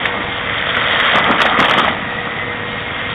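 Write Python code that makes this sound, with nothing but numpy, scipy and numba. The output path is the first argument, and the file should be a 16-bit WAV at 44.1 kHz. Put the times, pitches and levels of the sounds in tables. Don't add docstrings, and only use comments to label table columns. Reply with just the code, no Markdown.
import sys
import numpy as np
from scipy import signal
from scipy.io import wavfile
from scipy.ndimage import uniform_filter1d
from numba import njit

SR = 44100
rng = np.random.default_rng(int(sys.argv[2]) if len(sys.argv) > 2 else 0)


def to_wav(sig):
    pcm = np.clip(np.atleast_2d(sig), -1, 1) * 32767
    pcm = np.round(pcm).astype(np.int16)
    wavfile.write(sys.argv[1], SR, pcm.T)


def how_loud(loudness_db):
    steps = np.asarray(loudness_db, float) / 20
    return 10 ** steps


N = 138474


@njit
def svf(x, hz, width):
    y, band, low = np.empty(len(x)), 0., 0.
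    g, damping = np.tan(np.pi * hz / SR), width / hz
    for i in range(len(x)):
        v = (band + g * (x[i] - low)) / (1 + g * (g + damping))
        band, low = 2 * v - band, low + 2 * g * v
        y[i] = damping * v
    return y


def resonate(x, hz, width):
    hz, width = float(hz), float(width)
    return unit(svf(svf(x, hz, width), hz, width))


def unit(x):
    return x / np.sqrt(np.mean(x ** 2))


def walk(rate):
    hold = int(SR / rate)
    steps = np.repeat(rng.standard_normal(N // hold + 1), hold)
    return unit(uniform_filter1d(uniform_filter1d(steps, hold), hold)[:N])


def column(table, t, k):
    rows = np.array(table, float)
    return np.interp(t, rows[:, 0], rows[:, k])


def tone(hz, db):
    return np.sqrt(2) * how_loud(db) * np.sin(2 * np.pi * np.cumsum(hz) / SR)


# f/Hz, level/dB [dB per Hz]
ROAR_SPECTRUM = [(30, -20.5), (90, -11), (230, -11), (400, -18), (600, -14.5), (1020, -18), (1950, -15),
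                 (2800, -21.5), (3500, -23.5)]
ROAR_DB, ROAR_SWELL_DB, ROAR_FLICKER_DB = -24.5, .15, 1.1
FIRING_HZ, FIRING_DB, FIRING_DEPTH = 104.9, -43.5, 0.26


def engine(t):
    roar, swell = 0, walk(1.7)
    table_hz, table_db = np.array(ROAR_SPECTRUM, float).T
    throb = 1 + FIRING_DEPTH * np.sin(2 * np.pi * FIRING_HZ * t + 0.5 * walk(3.4))
    for hz in 32 * 2 ** (np.arange(22) / 3):
        db = np.interp(np.log(hz), np.log(table_hz), table_db) + 10 * np.log10(hz)
        band = resonate(rng.standard_normal(N), hz, hz / 3)
        roar = roar + how_loud(db + ROAR_SWELL_DB * swell + ROAR_FLICKER_DB * walk(16)) * band
    firing = tone(FIRING_HZ + 1.5 * walk(4), FIRING_DB + 3 * walk(5))
    return unit(roar * throb) * how_loud(ROAR_DB) + firing


# f/Hz, level/dB [rms], wander/Hz, wobble/dB
MACHINE_TONES = [(481, -35, 1.5, 1.6), (809, -47, 3, 2.1), (962, -43, 3, 2.1), (1443, -46, 4, 2.1),
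                 (1881, -32.5, 4, 2.1), (2357, -47, 5, 3)]


def pump_and_fan():
    hum = 0
    for hz, db, wander_hz, wobble_db in MACHINE_TONES:
        hum = hum + tone(hz + wander_hz * walk(25), db + wobble_db * walk(12))
    return hum


# t/s, f/Hz, level/dB [rms]
TURBO_PATH = [
    (0, 2170, -36),
    (.3, 2115, -32.5),
    (.72, 2010, -28),
    (1.45, 2005, -30),
    (2.1, 1935, -33),
    (2.4, 1995, -31),
    (2.55, 2115, -33),
    (2.88, 2150, -34),
    (3.14, 2075, -34),
]
TURBO_WANDER_HZ, TURBO_FLUTTER, TURBO_FLUTTER_PER_S = 9, .7, 60


def turbo(t):
    pitch = column(TURBO_PATH, t, 1) + TURBO_WANDER_HZ * walk(40)
    whistle = tone(pitch, column(TURBO_PATH, t, 2))
    return whistle * unit(1 + TURBO_FLUTTER * walk(TURBO_FLUTTER_PER_S))


def rattle(body, per_s, scatter_db, surge_db):
    out, surge = 0, walk(22.8)
    for hz, width, db in body:
        hit = rng.random(N) < per_s / SR
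        size = how_loud(scatter_db * rng.exponential(size=N))
        grains = hit * rng.standard_normal(N) * size
        ring = resonate(grains, hz, 1.7 * width)
        out = out + how_loud(db + surge_db * (surge + 1.5 * walk(35))) * ring
    return unit(out)


# t/s, sand level/dB, clod level/dB
SOIL_FLOW = [(0, -20.5, -25.5), (.25, -27.5, -22.5), (.55, -18.5, -79.5), (.78, -17.5, -22),
             (.87, -15.5, -50), (.97, -14.5, -24), (1.1, -13, -27.5), (1.16, -14.5, -15.5), (1.3, -17, -13),
             (1.42, -20, -21.5), (1.51, -17.5, -14), (1.6, -21, -14), (1.72, -18, -19), (1.89, -20, -14),
             (1.94, -28.5, -22.5), (2.06, -28, -26.5), (2.5, -32.5, -30.5), (3.14, -23.5, -37.5)]
# f/Hz, width/Hz, level/dB
HOSE_WALL = [(1288, 450, -3), (1900, 450, -1.5), (2320, 600, -17.5), (3248, 400, -3.5), (600, 210, -10)]
# f/Hz, width/Hz, level/dB
TANK_SHELL = [(150, 80, -13), (232.8, 20, -8), (247, 130, -3.5), (528, 200, -1.5), (795, 330, 2.5),
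              (1253, 170, 1), (1900, 400, 1)]


def soil(t):
    sand = rattle(HOSE_WALL, per_s=2500, scatter_db=2.6, surge_db=.9)
    clods = rattle(TANK_SHELL, per_s=900, scatter_db=3, surge_db=1.3)
    return how_loud(column(SOIL_FLOW, t, 1)) * sand + how_loud(column(SOIL_FLOW, t, 2)) * clods


# t/s, peak level/dB, ring f/Hz
STONE_HITS = [(.055, -2.5, 1750), (.769, -2.5, 1372), (0.911, -5, 1900), (0.929, -7.5, 2010),
              (0.959, -4, 1700), (0.999, -5, 1800), (1.153, -2.5, 1786), (1.184, -5, 1128),
              (1.191, -10, 1280), (1.313, -2.5, 1320), (1.393, -5.5, 1505), (1.404, -1, 1254),
              (1.4167, 1, 1320), (1.454, -2, 700), (1.462, -6, 1376), (1.592, -1, 1165),
              (1.601, -4.5, 1340), (1.626, -0.5, 1260), (1.642, -6, 3200), (1.649, -7.5, 1830),
              (1.657, -7, 3170), (1.684, -4, 3140), (1.696, -6, 3050), (1.711, -1, 1236),
              (1.738, -1.5, 1870), (1.777, -3.5, 1225), (1.795, -0.5, 1290), (1.847, -2.5, 1236),
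              (1.883, -6, 1850), (2.907, -12.5, 2090)]
STONE_DB, STONE_HALF_S = -2.5, .001
STONE_TAIL_DB, STONE_TAIL_S = -7, .012


def stones(t):
    out = np.zeros(N)
    noise = unit(svf(rng.standard_normal(N), 1200., 1800.))
    for at, db, hz in STONE_HITS:
        span = slice(int((at - .01) * SR), int((at + .08) * SR))
        since = t[span] - at
        ring = np.cos(2 * np.pi * hz * since) * np.exp(-(since / STONE_HALF_S) ** 2 / 2)
        tail = noise[span] * (since > 0) * np.exp(-since / STONE_TAIL_S)
        out[span] += how_loud(db + STONE_DB) * (ring + how_loud(STONE_TAIL_DB) * tail)
    return out


WAKE_DB, WAKE_S = 1.5, 0.014


def wake(t):
    rush = sum(how_loud(db) * np.exp(-((t - at) / WAKE_S) ** 2) for at, db, hz in STONE_HITS)
    return how_loud(WAKE_DB * rush)


STREAM_LIMIT = .49
# f/Hz, width/Hz, depth [0-1]
GROUND_NOTCH = (390, 71, 0.25)


def scene():
    t = np.arange(N) / SR
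    rush = wake(t)
    stream = engine(t) + pump_and_fan() + turbo(t) + rush * soil(t)
    limit = STREAM_LIMIT * rush
    rounded = stream / (1 + (stream / limit) ** 4) ** .25
    mix = rounded + stones(t)
    hz, width, depth = GROUND_NOTCH
    return (mix - depth * svf(mix, float(hz), float(width)))[None]


def steep(x, hz):
    return signal.sosfilt(signal.cheby1(14, .5, hz, fs=SR, output="sos"), x)


PHONE_RATE_HZ, TOP_HZ = 8000, 3737
MIRROR_DB, MIRROR_TOP_HZ = -21.5, 4330
CEILING, KNEE = .67, 3


def band_limit(x):
    return signal.sosfilt(signal.butter(12, 15830, fs=SR, output="sos"), x)


def record(dry):
    x = steep(dry, TOP_HZ)
    mirror = 2 * x * np.cos(2 * np.pi * PHONE_RATE_HZ * np.arange(N) / SR)
    x = x + how_loud(MIRROR_DB) * steep(mirror, MIRROR_TOP_HZ)
    over = np.maximum(np.abs(x) - CEILING, 0)
    kept = np.tanh(KNEE * over) / KNEE / 4
    mix = x - np.sign(x) * (over - kept)
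    return band_limit(mix)


dry = scene()
out = record(dry)
to_wav(out)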